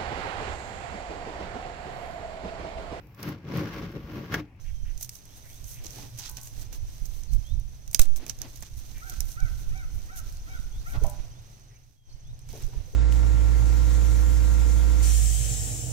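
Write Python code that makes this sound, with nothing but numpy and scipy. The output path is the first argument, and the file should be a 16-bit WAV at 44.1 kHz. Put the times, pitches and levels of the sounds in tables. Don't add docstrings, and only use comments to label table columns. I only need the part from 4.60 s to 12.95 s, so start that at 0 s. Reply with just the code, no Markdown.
import sys
import numpy as np
from scipy import signal
from scipy.fft import rfft, irfft, next_fast_len
from scipy.io import wavfile
from scipy.ndimage import uniform_filter1d, map_coordinates

SR = 44100
rng = np.random.default_rng(int(sys.argv[2]) if len(sys.argv) > 2 else 0)


def output_pcm(signal):
    pcm = np.clip(np.atleast_2d(signal).T, -1, 1) * 32767
    wavfile.write(sys.argv[1], SR, np.round(pcm).astype(np.int16))


N = 368235


def amp(db):
    return 10 ** (np.asarray(db) / 20)


def unit(x):
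    return x / np.sqrt(np.mean(x ** 2) + 1e-20)


def along(points, hz):
    f, v = np.transpose(points)
    return np.interp(np.log(hz + 1), np.log(f), v)


def curves(rows):
    s, *cols = np.transpose(rows)
    return [np.interp(np.arange(N) / SR, s, c) for c in cols]


def wobble(rate, size=N):
    knots = rng.standard_normal(int(size * rate / SR) + 4)
    return map_coordinates(knots, [np.arange(size) * rate / SR])


def filtered(x, response):
    m = next_fast_len(N + SR // 2)
    return irfft(rfft(x, m) * response(np.fft.rfftfreq(m, 1 / SR)), m)[..., :N]


def coloured(x, spectrum, keep_power=True, size=4096):
    cepstrum = irfft(np.log(amp(along(spectrum, np.fft.rfftfreq(size, 1 / SR)))))
    cepstrum[1:size // 2] *= 2
    cepstrum[size // 2 + 1:] = 0
    kernel = irfft(np.exp(rfft(cepstrum)))
    if keep_power:
        kernel = kernel / np.linalg.norm(kernel)
    return signal.fftconvolve(np.atleast_2d(x), kernel[None], axes=1)[:, :N]


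def pair(alike, size=N):
    a, b, common = rng.standard_normal((3, size))
    share = np.clip(alike, 0, 1)
    return np.sqrt(1 - share) * np.array([a, b]) + np.sqrt(share) * common


def pan(db):
    return amp([[db / 2], [-db / 2]])


def add(track, s, sound):
    start = max(round(s * SR), 0)
    track[..., start:start + sound.shape[-1]] += sound[..., :N - start]


def echo(x, t60):
    t = np.arange(SR) / SR
    tail = rng.standard_normal((2, SR)) * amp(-60 * t / t60) * (1 - np.exp(-t / 0.00057))
    return signal.fftconvolve(np.atleast_2d(x), tail / np.linalg.norm(tail[0]), axes=1)[:, :N]


def swell(s, length):
    return np.exp(-np.minimum((2 * (np.arange(N) / SR - s) / length) ** 2, 30))


def from_yard(x, lag_s=0.00036):
    return filtered(x, lambda hz: np.exp(-2j * np.pi * hz * np.array([[lag_s], [0]])))


# start in seconds, crack level in dB, thud in dB
# relative to the crack, tearing t60 in seconds, left over right in dB, gain of the top octave in dB.
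FIBRE_BREAKS = [(.3764, -42.5, -22, .027, 2, 0), (0.409, -38, -4.5, .02, 1, 2),
                (0.427, -34.5, -20, 0.0263, -1, 7), (0.446, -40.5, -17, .018, -7, 1),
                (.4924, -30, -33, 0.017, -1, -3), (0.5528, -47.5, -12, .03, -11, 2),
                (.654, -49, -22, .012, 0, 5), (.931, -54, -17, .01, -9, 5), (1.042, -43, -20, .01, -8, -6),
                (1.239, -43, -14, 0.017, -3, 1), (1.245, -44.5, 1, .02, -13.5, -6),
                (1.257, -39, -15, 0.019, -7.5, -6.5), (1.265, -32, -22, .012, -4, -14.5),
                (1.306, -38, -17, .012, -3, -7), (1.577, -47, -20, .015, 2, 7),
                (1.587, -34, -27, 0.097, -2, -2), (1.597, -51.5, -16, .022, -6, -7),
                (1.691, -50, -20, .012, 1, 4), (1.696, -37.5, -24, 0.01, 0, 7),
                (1.713, -53, -19, .018, -4, 15), (1.769, -31.5, -16, 0.041, -4, -12),
                (1.78, -46, 5, .027, -4, 0), (1.813, -46, -20, 0.017, -6, 6),
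                (1.832, -45, -12, .014, -1.5, 9), (1.872, -40, -6, .024, 2, -2),
                (2.0212, -45.5, -7.5, .018, -5.5, -2), (2.127, -44, -0.5, 0.04, -14, -2),
                (2.455, -43.5, -21, 0.066, -6, 0.5), (2.635, -40, -17, 0.0088, -5, -21),
                (2.734, -42.5, -6, .009, 0, -7), (2.998, -47, -18, .01, 5, 0),
                (3.277, -40.5, -10, 0.015, -6, -7), (3.312, -44.5, -18, .022, -3, 5),
                (3.33, -40, -7, 0.04, 2, 4), (3.3464, -12, -20, 0.0049, -7.5, -3),
                (3.3928, -20, -3.5, 0.027, -6.5, -1), (3.394, -17.5, -12.5, 0.022, 6, 3),
                (3.4046, -39, -22, .02, 2.5, 0), (3.416, -22.5, -26, 0.032, 4, 3),
                (3.431, -41, -20, .02, 9, -1), (3.454, -42.5, -2, .02, 12.5, -1),
                (3.5608, -37.5, -6.5, 0.016, -4, 3.5), (3.568, -42.5, -12, .012, 0, 5),
                (3.575, -44, -4, .022, 10, -2), (3.664, -36.5, -4, 0.017, -7, -3),
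                (3.68, -43.5, -22, .012, -6, 2), (3.687, -45, -20, .012, -5, -2.5),
                (3.6959, -23, -11.5, 0.014, -3.5, -8), (3.788, -45, -22, .01, -12, -5),
                (3.8168, -28.5, -35, 0.011, -8, -4.5), (3.9582, -42.5, -20, 0.029, -8.5, -3),
                (3.973, -49, -22, .012, -4, 4), (4.007, -52, -20, .01, -5, 9),
                (4.0237, -34.5, -2, 0.033, -3.5, -6), (4.0315, -41, 1, .02, -5, -7),
                (4.381, -51, -22, 0.011, -11, 4), (4.497, -33, -28, 0.023, -6, -0.5),
                (4.537, -39, -6, .012, -5, -12), (4.605, -26, -20, 0.0098, -4.5, 3),
                (4.654, -51, -25, .008, -11, 6), (4.717, -41, -25, 0.007, -13, -3),
                (4.8025, -38.5, -13, 0.01, -7, -14), (5.176, -45, -20, .01, -7, -18),
                (5.59, -44, -22, .01, -4, 2), (5.724, -44, -20, .01, 1, 0), (5.77, -43, -20, .01, -4, -15),
                (6.3, -49, 4, .02, 5, 3), (6.4366, -38, -13, 0.026, 1.5, -4),
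                (6.4662, -36.5, -22, 0.013, 0, -3), (6.4972, -51.5, -15, 0.036, 18, 10),
                (7.7907, -47, -20, .02, 4, -7), (7.889, -44, -6, 0.024, 3, -8),
                (7.98, -52.5, 6, 0.022, 2, -6), (8.022, -45.5, -5, 0.033, 10, -2),
                (8.066, -51.5, -17, 0.011, 3, 5)]
# pitch in Hz, level in dB, t60 in seconds.
THICK_STICK_MODES = [(1500, -11, 0.015), (2374, -3, 0.013), (2644, -6, 0.017), (3750, -7.5, 0.01),
                     (5030, 5, 0.0095)]
# frequency in Hz, relative level in dB.
CRACK_COLOUR = [(200, -34), (1000, -19.5), (2300, -13.5), (3500, -10), (5000, -1), (7500, 8), (10000, 3.5),
                (14000, 3.5), (16000, 3.5)]
# frequency in Hz, relative level in dB.
THUD_COLOUR = [(80, -3), (200, 9.5), (400, 0), (700, 3.5), (1400, -6), (2300, 0.5), (4000, -9), (9000, -41)]
STICK_DB, STICK_GROWS = -5.5, 1.6
SHEEN_HZ = 8340


def snaps(ring_db=-17, ring_t60=0.015, rise_s=0.00089):
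    cracks, thuds, stick = np.zeros((3, 2, N))
    t = np.arange(SR // 8) / SR
    rise = 1 - np.exp(-t / rise_s)
    modes = [amp(db - 60 * t / t60) * np.sin(2 * np.pi * hz * t) for hz, db, t60 in THICK_STICK_MODES]
    stick_ring = rise * sum(modes)
    dull = signal.butter(2, SHEEN_HZ, fs=SR, output="sos")
    for s, db, thud_db, t60, side_db, sheen_db in FIBRE_BREAKS:
        fibres = amp(4.5 * unit(uniform_filter1d(rng.standard_normal(len(t)), size=24)))
        edge = amp(-60 * t / 0.005)
        tearing = .38 * fibres * amp(-60 * t / max(t60, .004))
        tear = pair(0.28, size=len(t)) * (edge + tearing)
        tones_hz = rng.uniform(2000, 10860, size=(12, 1))
        ring = unit(np.sin(2 * np.pi * tones_hz * t).sum(0)) * amp(ring_db - 60 * t / ring_t60)
        burst = rise * (tear + ring)
        burst = burst / np.std(burst[:, :SR // 500])
        low = signal.sosfiltfilt(dull, burst)
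        thud = pair(0.69, size=len(t)) * rise * amp(-60 * t / 0.03)
        add(cracks, s, amp(db) * pan(side_db) * (low + amp(sheen_db) * (burst - low)))
        add(thuds, s, amp(db + thud_db) * pan(side_db) * thud)
        add(stick, s, amp(STICK_DB + STICK_GROWS * db) * pan(-6.0) * stick_ring)
    return coloured(cracks, CRACK_COLOUR) + amp(-5.0) * coloured(thuds, THUD_COLOUR) + stick


def puff(s=3.394, suction_s=0.012, rebound_s=0.099, rebound=0.43):
    t = np.maximum(np.arange(N) / SR - s, 0)

    def bump(peak_s):
        return t / peak_s * np.exp(1 - t / peak_s)

    right_only = amp(-6.2) * np.array([[0], [1]])
    return right_only * (rebound * bump(rebound_s) ** 6 - bump(suction_s))


# start in seconds, level in dB, centre of the blow in Hz,
# its t60 in seconds, iron ring in dB relative to that level.
STICK_KNOCKS = [(1.383, -39, 817, 0.065, -27), (1.592, -52, 1050, 0.086, -2), (1.685, -47, 1244, .08, -1.5),
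                (1.77, -58, 1210, .08, 8.5), (3.393, -17.5, 1426, 0.016, -35),
                (3.394, -30.5, 703, 0.02, -29), (6.339, -46, 1920, .06, -15), (6.341, -47, 555, 0.07, -6),
                (6.345, -41.5, 1096, 0.12, -7), (6.354, -39.5, 1133, 0.13, -22),
                (6.414, -32, 429, 0.13, -17), (6.442, -23.5, 790, 0.086, -19),
                (6.447, -29, 657, 0.042, -21.5), (6.474, -34, 733, 0.13, -14.5),
                (6.492, -43, 890, 0.052, -14), (6.52, -41, 790, 0.1, -23), (6.565, -52, 595, .06, -14),
                (6.645, -48, 694, 0.13, -22), (7.926, -38, 197, 0.083, -25), (7.929, -42, 716, 0.092, -22),
                (7.936, -39.5, 459, 0.27, -19), (7.952, -43, 690, .08, -27), (7.973, -43, 640, 0.071, -34),
                (7.987, -47, 358, 0.13, -24), (8.08, -44.5, 398, 0.15, -27), (8.128, -44, 975, .11, -24),
                (8.138, -43, 405, 0.11, -20), (8.193, -48, 654, 0.069, -26),
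                (8.276, -41.5, 498, 0.085, -25), (8.335, -36, 420, .1, -25)]
# pitch in Hz, level in dB, t60 in seconds.
IRON_MODES = [(418, -7.5, 0.38), (538, -8.5, 0.32), (594.4, 1, 0.32), (632, -11, 0.54), (699, -5, 0.37),
              (763, -1.5, 0.33), (826, -8, .4), (870, -7, 0.42), (987, -8.5, 0.52), (1090, -16.5, 0.6),
              (1120, -23, 0.48), (1520, -13.5, 0.43), (1760, -25, .3), (1950, -19.5, .2)]
# ratio to the centre of the blow, level in dB.
WOOD_MODES = [(.82, -7.5), (1, -1), (1.19, -16)]


def firebox(spread=0.48, contact_s=0.0026, clatter_db=-5):
    out = np.zeros((2, N))
    t = np.arange(SR * 3 // 5) / SR
    hz, level_db, t60 = np.transpose(IRON_MODES)[:, :, None]
    ratio, wood_db = np.transpose(WOOD_MODES)[:, :, None]
    for s, db, centre_hz, knock_t60, ring_db in STICK_KNOCKS:
        octaves_off = np.log2(hz / centre_hz)
        strength = amp(level_db + rng.normal(0, 1.6, hz.shape)) / (1 + (octaves_off / spread) ** 4)
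        phase = rng.uniform(0, 2 * np.pi, hz.shape) + rng.normal(0, 0.47, (2, len(hz), 1))
        ring = np.sum(strength * amp(-60 * t / t60) * np.sin(2 * np.pi * hz * t + phase), axis=1)
        wood_hz = centre_hz * ratio * (1 + rng.normal(0, 0.03, ratio.shape))
        wood = np.sum(amp(wood_db) * np.sin(2 * np.pi * wood_hz * t), axis=0)
        band = signal.butter(2, [centre_hz * 0.73, centre_hz * 1.21], "band", fs=SR, output="sos")
        clatter = unit(signal.sosfilt(band, pair(0.24, size=len(t))))
        knock = (wood + amp(clatter_db) * clatter) * amp(-60 * t / knock_t60)
        onset = 1 - np.exp(-t / contact_s)
        add(out, s, amp(db) * onset * (amp(ring_db) * ring + amp(-7.0) * knock))
    return out


# time in seconds, level in dB.
BUSY_HANDS = [(0, -68), (.35, -62.5), (.9, -63), (2.55, -60), (2.9, -66.5), (3.5, -61), (3.8, -59.5),
              (4.7, -58.5), (5.3, -61.5), (6.5, -63.5), (6.8, -72.5), (7.3, -78.5), (7.85, -85),
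              (7.9, -58.5), (8.35, -71)]
# peak in seconds, length in seconds, level in dB.
SLEEVE_STROKES = [(0.43, 0.066, -42.5), (0.553, 0.081, -50), (0.778, 0.033, -51.5), (0.923, 0.19, -53),
                  (1.113, 0.11, -44), (1.366, 0.23, -50), (1.714, 0.11, -53.5), (1.853, 0.1, -47),
                  (2.014, 0.044, -49), (2.15, 0.05, -49.5), (2.468, 0.29, -60), (2.573, 0.09, -58),
                  (2.738, 0.041, -49), (3.426, 0.052, -43.5), (3.575, 0.029, -46.5), (4.187, 0.042, -49.5),
                  (4.48, 0.27, -55.5), (4.708, 0.098, -47.5), (5.006, 0.04, -51.5), (5.354, 0.096, -56.5),
                  (5.58, 0.038, -41.5), (5.696, 0.2, -57), (6.309, 0.094, -50), (6.478, 0.14, -53),
                  (7.993, 0.19, -61)]
# peak in seconds, length in seconds, bark rasp in dB, dull scrape in dB.
STICK_DRAGS = [(1.273, 0.12, -60, -55), (1.401, 0.13, -55, -50), (1.593, 0.036, -47, -57),
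               (1.657, 0.079, -44.5, -65), (1.782, 0.047, -54.5, -69), (2.144, 0.06, -57, -56),
               (3.425, 0.072, -55, -51), (3.638, 0.12, -70, -53), (3.704, 0.028, -46.5, -59),
               (3.838, 0.11, -61, -50.5), (4.067, 0.039, -54.5, -77), (4.546, 0.15, -58.5, -61.5),
               (5.674, 0.078, -61, -60.5), (6.353, 0.068, -70, -49), (6.442, 0.09, -80.5, -53.5),
               (6.59, 0.16, -65, -60), (7.963, 0.06, -73, -54), (8.025, 0.041, -58, -58),
               (8.16, 0.21, -65.5, -59.5)]
FIDGET_DB, FIDGET_RATE = 3, 9
SLEEVE_RASP_DB, SLEEVE_SCRAPE_DB = -11.5, -33
BUSY_RASP_DB, BUSY_SCRAPE_DB = -2, -5


def handling():
    busy_db, = curves(BUSY_HANDS)
    busy = amp(busy_db + FIDGET_DB * wobble(FIDGET_RATE))
    sleeve = sum(amp(db) * swell(s, length) for s, length, db in SLEEVE_STROKES)
    bark, dull = sum(amp([[rasp_db], [scrape_db]]) * swell(s, length)
                     for s, length, rasp_db, scrape_db in STICK_DRAGS)
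    swishing = np.hypot(sleeve, busy)
    rasping = np.hypot(bark + amp(SLEEVE_RASP_DB) * sleeve, amp(BUSY_RASP_DB) * busy)
    scraping = np.hypot(dull + amp(SLEEVE_SCRAPE_DB) * sleeve, amp(BUSY_SCRAPE_DB) * busy)
    return swishing, rasping, scraping


# frequency in Hz, relative level in dB.
SWISH_COLOUR = [(3000, -42), (6000, -4), (8000, -1), (11000, -0.5), (14000, -1.5), (16000, -2.5)]
# frequency in Hz, relative level in dB.
BARK_COLOUR = [(500, -13.5), (1200, -3.5), (2300, -2), (4000, 2), (5800, 2), (7500, 5), (11000, -5.5)]
# frequency in Hz, relative level in dB.
SCRAPE_COLOUR = [(100, -4), (250, 13), (450, 5.5), (800, 2), (1300, -5.5), (2500, -6), (5000, -11),
                 (10000, -50)]


def rustle(grain_rate=230, spread_db=2.0):
    swishing, rasping, scraping = handling()
    sizes = (rng.random(N) < grain_rate / SR) * amp(spread_db * np.minimum(rng.exponential(size=N), 4))
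    grains = signal.lfilter([1], [1, -np.exp(-1 / (0.00068 * SR))], sizes)
    swish = coloured(unit(pair(0.16) * (grains + 1.9)), SWISH_COLOUR)
    grit = unit(pair(.2) * (grains + .9))
    rasp = coloured(grit, BARK_COLOUR) * pan(-2.8)
    uneven = amp(4.3 * np.tanh(wobble(70)))
    scrape = coloured(unit(pair(0.41) * uneven), SCRAPE_COLOUR) * pan(-1.3)
    return swishing * swish + rasping * rasp + scraping * scrape


def embers(rate=16, spread_db=1.5):
    sizes = (rng.random(N) < rate / SR) * amp(spread_db * np.minimum(rng.exponential(size=N), 3))
    ticks = signal.lfilter([1], [1, -np.exp(-1 / (0.00014 * SR))], sizes)
    air_db, = curves(OPEN_AIR)
    return amp(air_db + 5) * pan(-4) * coloured(ticks * pair(0.64), CRACK_COLOUR)


# time in seconds, buffet level in dB.
LIGHT_BREEZE = [(0, -66), (.65, -54), (1.3, -45.5), (1.8, -52), (2.25, -38.5), (2.6, -62), (3.35, -42.5),
                (3.7, -46.5), (4.3, -46), (4.85, -39), (5.1, -35.5), (5.5, -44), (5.95, -36.5), (6.5, -39),
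                (6.9, -54.5), (7.35, -63), (7.65, -45.5), (8.35, -41)]
# peak in seconds, length in seconds, buffet level in dB.
PORT_GUSTS = [(0.2, 0.37, -27.5), (1.039, 0.057, -28), (1.707, 0.075, -33), (1.99, 0.28, -33),
              (2.214, 0.096, -30), (2.429, 0.052, -25), (2.544, 0.19, -29), (2.745, 0.12, -20.5),
              (2.979, .22, -25.5), (3.298, 0.037, -29.5), (3.42, 0.031, -27), (4.178, 0.17, -34.5),
              (4.366, 0.19, -34.5), (4.45, 0.031, -30), (4.535, 0.034, -33.5), (4.63, 0.14, -28.5),
              (4.776, 0.025, -24), (4.843, 0.062, -22.5), (4.93, 0.086, -27), (5.047, 0.13, -27),
              (5.147, 0.078, -23.5), (5.354, 0.14, -28), (5.645, 0.094, -30.5), (6, 0.018, -18),
              (6.108, 0.11, -33), (6.376, 0.041, -21.5), (6.438, 0.048, -20.5), (6.471, 0.027, -19.5),
              (6.592, 0.12, -25.5), (7.557, 0.069, -33.5), (7.895, 0.055, -31), (8.05, 0.048, -30),
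              (8.128, 0.032, -28.5), (8.196, 0.053, -25)]
# frequency in Hz, relative level in dB.
BUFFET_COLOUR = [(10, -1), (25, 4), (50, -2.5), (100, -13), (160, -30), (250, -48.5), (500, -58),
                 (1200, -74.5)]
LEE_DB = -16.5
FINE_DB, FINE_GROWS, FINE_RATIO = 13, 1.82, 1.59


def wind():
    breeze_db, = curves(LIGHT_BREEZE)
    gust_power = sum((amp(db) * swell(s, length)) ** 2 for s, length, db in PORT_GUSTS)
    gust = np.sqrt(gust_power) * np.array([[amp(LEE_DB)], [1]])
    eddies = filtered(rng.standard_normal((2, N)), lambda hz: amp(along(BUFFET_COLOUR, hz)))
    fine = filtered(rng.standard_normal((2, N)), lambda hz: amp(along(BUFFET_COLOUR, hz / FINE_RATIO)))
    lumps = amp(4.35 * np.tanh(wobble(25)))
    strength = np.hypot(amp(breeze_db) * pan(-1.8), gust)
    return strength * unit(eddies * lumps) + amp(FINE_DB) * gust ** FINE_GROWS * unit(fine * lumps)


def insects(rate=13.6, pitch_hz=6160, arch=0.064, duty=0.42):
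    air_db, = curves(OPEN_AIR)
    cycle = np.cumsum(rate * (1 + 0.0202 * wobble(4))) / SR % 1
    stroke = np.minimum(cycle / duty, 1)
    hz = pitch_hz * (1 - arch * (2 * stroke - 1.1) ** 2 + 0.01 * wobble(600))
    chirp = np.sin(np.pi * stroke) * np.sin(2 * np.pi * np.cumsum(hz) / SR)
    hiss_colour = [(4000, -43.5), (5300, -10.5), (5800, 0.0), (6150, -10), (6450, -10), (7200, -42.5)]
    chorus = coloured(pair(0.27), hiss_colour)
    return amp(air_db) * (amp(-7.0) * from_yard(chirp) * pan(8.3) + amp(-22) * chorus * pan(0.73))


BIRD_NOTES = {"fall": (0.051, 4980, 4300, 6400, .06), "rise": (0.099, 3080, 3480, 4000, .083),
              "climb": (.11, 3400, 3650, 5300, .08), "pipe": (0.23, 3320, 3180, 3030, 0.069),
              "zip": (0.066, 2200, 2400, 1900, 1.07), "churr": (.081, 2000, 2120, 2600, 0.54)}
# start in seconds, note label, level in dB before the song's common gains.
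SONG_CALLS = [(.044, "zip", -63.5), (.05, "pipe", -75), (.25, "zip", -65), (.685, "rise", -73),
              (.84, "churr", -65.5), (.9, "rise", -71), (1.145, "zip", -63), (2.68, "fall", -63),
              (2.841, "rise", -64), (4.345, "zip", -61), (5.755, "fall", -66), (5.91, "rise", -69),
              (6.12, "climb", -66.5), (6.715, "rise", -72.5), (7.1, "churr", -73), (7.361, "pipe", -81),
              (7.493, "fall", -67), (7.625, "rise", -71.5)]
SONG_ECHO_DB, SONG_ECHO_T60 = -0.5, .5
SONG_FADING_DB, SONG_FADING_RATE = 4, 100


def songbirds():
    song = np.zeros(N)
    buzz = wobble(900)
    for s, note, db in SONG_CALLS:
        length, start_hz, middle_hz, end_hz, rough = BIRD_NOTES[note]
        u = np.linspace(0, 1, round(length * SR))
        hz = np.polyval(np.polyfit([0, .5, 1], [start_hz, middle_hz, end_hz], 2), u)
        hz = hz * (1 + 0.2 * rough * buzz[round(s * SR):][:len(u)])
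        envelope = np.abs(np.sin(np.pi * u)) ** 0.12
        add(song, s, amp(db) * envelope * np.sin(2 * np.pi * np.cumsum(hz) / SR))
    song = song * amp(-SONG_FADING_DB * np.abs(wobble(SONG_FADING_RATE)))
    trees = amp(SONG_ECHO_DB) * echo(song, t60=SONG_ECHO_T60)
    return amp(4.5) * from_yard(song, lag_s=0.00005) + trees


# start in seconds, level in dB.
CROW_CALLS = [(4.405, -57.5), (4.755, -56.5), (5.113, -57.5), (5.478, -58.5), (5.855, -59.5),
              (6.245, -56.5)]
# frequency in Hz, gain in dB.
CROW_THROAT = [(600, -31), (700, -6.5), (780, 1), (1000, -25), (1180, -8), (1330, 5), (1560, 5.5),
               (1830, 1.5), (2100, -4), (2330, -2.5), (3100, -27), (3850, -15.5)]
# frequency in Hz, gain in dB.
TREE_COLOUR = [(600, -1), (800, -1), (1100, -14), (1350, 0.5), (1550, 1), (1900, -4), (4000, -13)]
CAW_S, CAW_TOP_HZ, CAW_SAG, CAW_CREST = .145, 776, .25, .38
CAW_RISE, CAW_FALL = .24, 0.51
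CAW_ROUGH, CAW_FADING_DB = 0.017, 4
WALL_S, WALL_DB = .011, -7.5
CROW_ECHO_DB, CROW_ECHO_T60 = -6, 1.0


def crow():
    caws = np.zeros(N)
    u = np.linspace(0, 1, round(CAW_S * SR))
    width = np.where(u < CAW_CREST, CAW_RISE, CAW_FALL)
    arch = 1 - CAW_SAG * (1 - np.exp(-((u - CAW_CREST) / width) ** 2))
    fade = np.minimum(10 * np.minimum(u, 1 - u), 1)
    for s, db in CROW_CALLS:
        hz = arch * CAW_TOP_HZ * (1 + CAW_ROUGH * wobble(304, size=len(u)))
        phase = 2 * np.pi * np.cumsum(hz) / SR
        voice = 0
        for k in range(1, 6):
            partial_db = along(CROW_THROAT, k * hz) + CAW_FADING_DB * wobble(43, size=len(u))
            voice = voice + amp(partial_db) * np.sin(k * phase)
        add(caws, s, amp(db) * fade * voice)
    trees = amp(CROW_ECHO_DB) * coloured(echo(caws, t60=CROW_ECHO_T60), TREE_COLOUR, keep_power=False)
    wall = amp(WALL_DB) * from_yard(np.roll(caws, round(WALL_S * SR)), lag_s=-0.00024)
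    return from_yard(caws, lag_s=0.00027) + wall + trees


# time in seconds, hum level in dB.
FAR_ENGINE = [(0, -54.5), (.25, -54), (.72, -60), (1.5, -49.5), (1.8, -56.5), (2.8, -56.5), (3.8, -55),
              (4.4, -62.5), (5.0, -49.5), (5.45, -64), (6.55, -49.5), (7.1, -58), (7.42, -65), (7.74, -52),
              (8.35, -50.5)]
# time in seconds, level in dB.
OPEN_AIR = [(0, -54), (1, -53), (2.5, -53), (4, -56.5), (5.5, -52.5), (6.6, -52.5), (7.15, -57),
            (7.28, -64), (7.42, -74), (7.49, -56), (7.8, -56), (8.35, -53.5)]
# frequency in Hz, relative level in dB.
AIR_COLOUR = [(30, 12.5), (150, 1.5), (250, -7.5), (450, -11), (750, -10), (1200, -15.5), (2000, -18.5),
              (3200, -21), (5000, -20), (8000, -19.5), (11000, -26.5), (16000, -29.5)]


def outdoors():
    air_db, = curves(OPEN_AIR)
    hum_db, = curves(FAR_ENGINE)
    air = amp(air_db + 1.4 * wobble(1.6)) * coloured(pair(0.5), AIR_COLOUR)
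    drone_colour = [(40, -20.0), (62, -7.0), (85, -3.0), (108, 5.0), (123, 7.5), (145, -0.5),
                    (185, -40.0), (230, -21.5), (500, -57.5)]
    rumble = coloured(pair(0.97), drone_colour)
    firing = np.sin(2 * np.pi * np.cumsum(122 * (1 + 0.026 * wobble(15))) / SR)
    drone = rumble + amp(-3.0 + 4.45 * wobble(8.9)) * firing
    return from_yard(air + amp(hum_db) * drone * pan(-0.35))


def scene():
    wood = snaps() + embers()
    bounce = amp(-13) * echo(wood, t60=.075)
    near = wood + bounce + rustle() + firebox() + puff()
    yard = insects() + songbirds() + crow() + outdoors()
    return near + wind() + yard


# frequency in Hz, gain in dB.
LEFT_CAVITY = [(200, 1.5), (1000, 1), (4000, 4.5), (5900, -3.5), (6600, -6), (7600, 1), (9800, 0.5),
               (11300, -6.5), (13000, 3), (15500, -14.5)]
# frequency in Hz, gain in dB.
RIGHT_CAVITY = [(200, 2), (1000, 1.5), (3200, 4.5), (4900, 6), (5700, 9), (6250, 12.5), (7000, -1),
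                (8100, -9), (9500, -4), (11000, 0), (14000, 4.5), (15500, 1.5)]
TOP_HZ = 15800


def record(dry):
    left = coloured(dry[0], LEFT_CAVITY, keep_power=False)
    right = coloured(dry[1], RIGHT_CAVITY, keep_power=False)
    ports = np.clip(np.vstack([left, right]), -1, 1)
    return filtered(ports, lambda hz: 1 / (1 + (hz / TOP_HZ) ** 80))


dry = scene()
out = record(dry)
output_pcm(out)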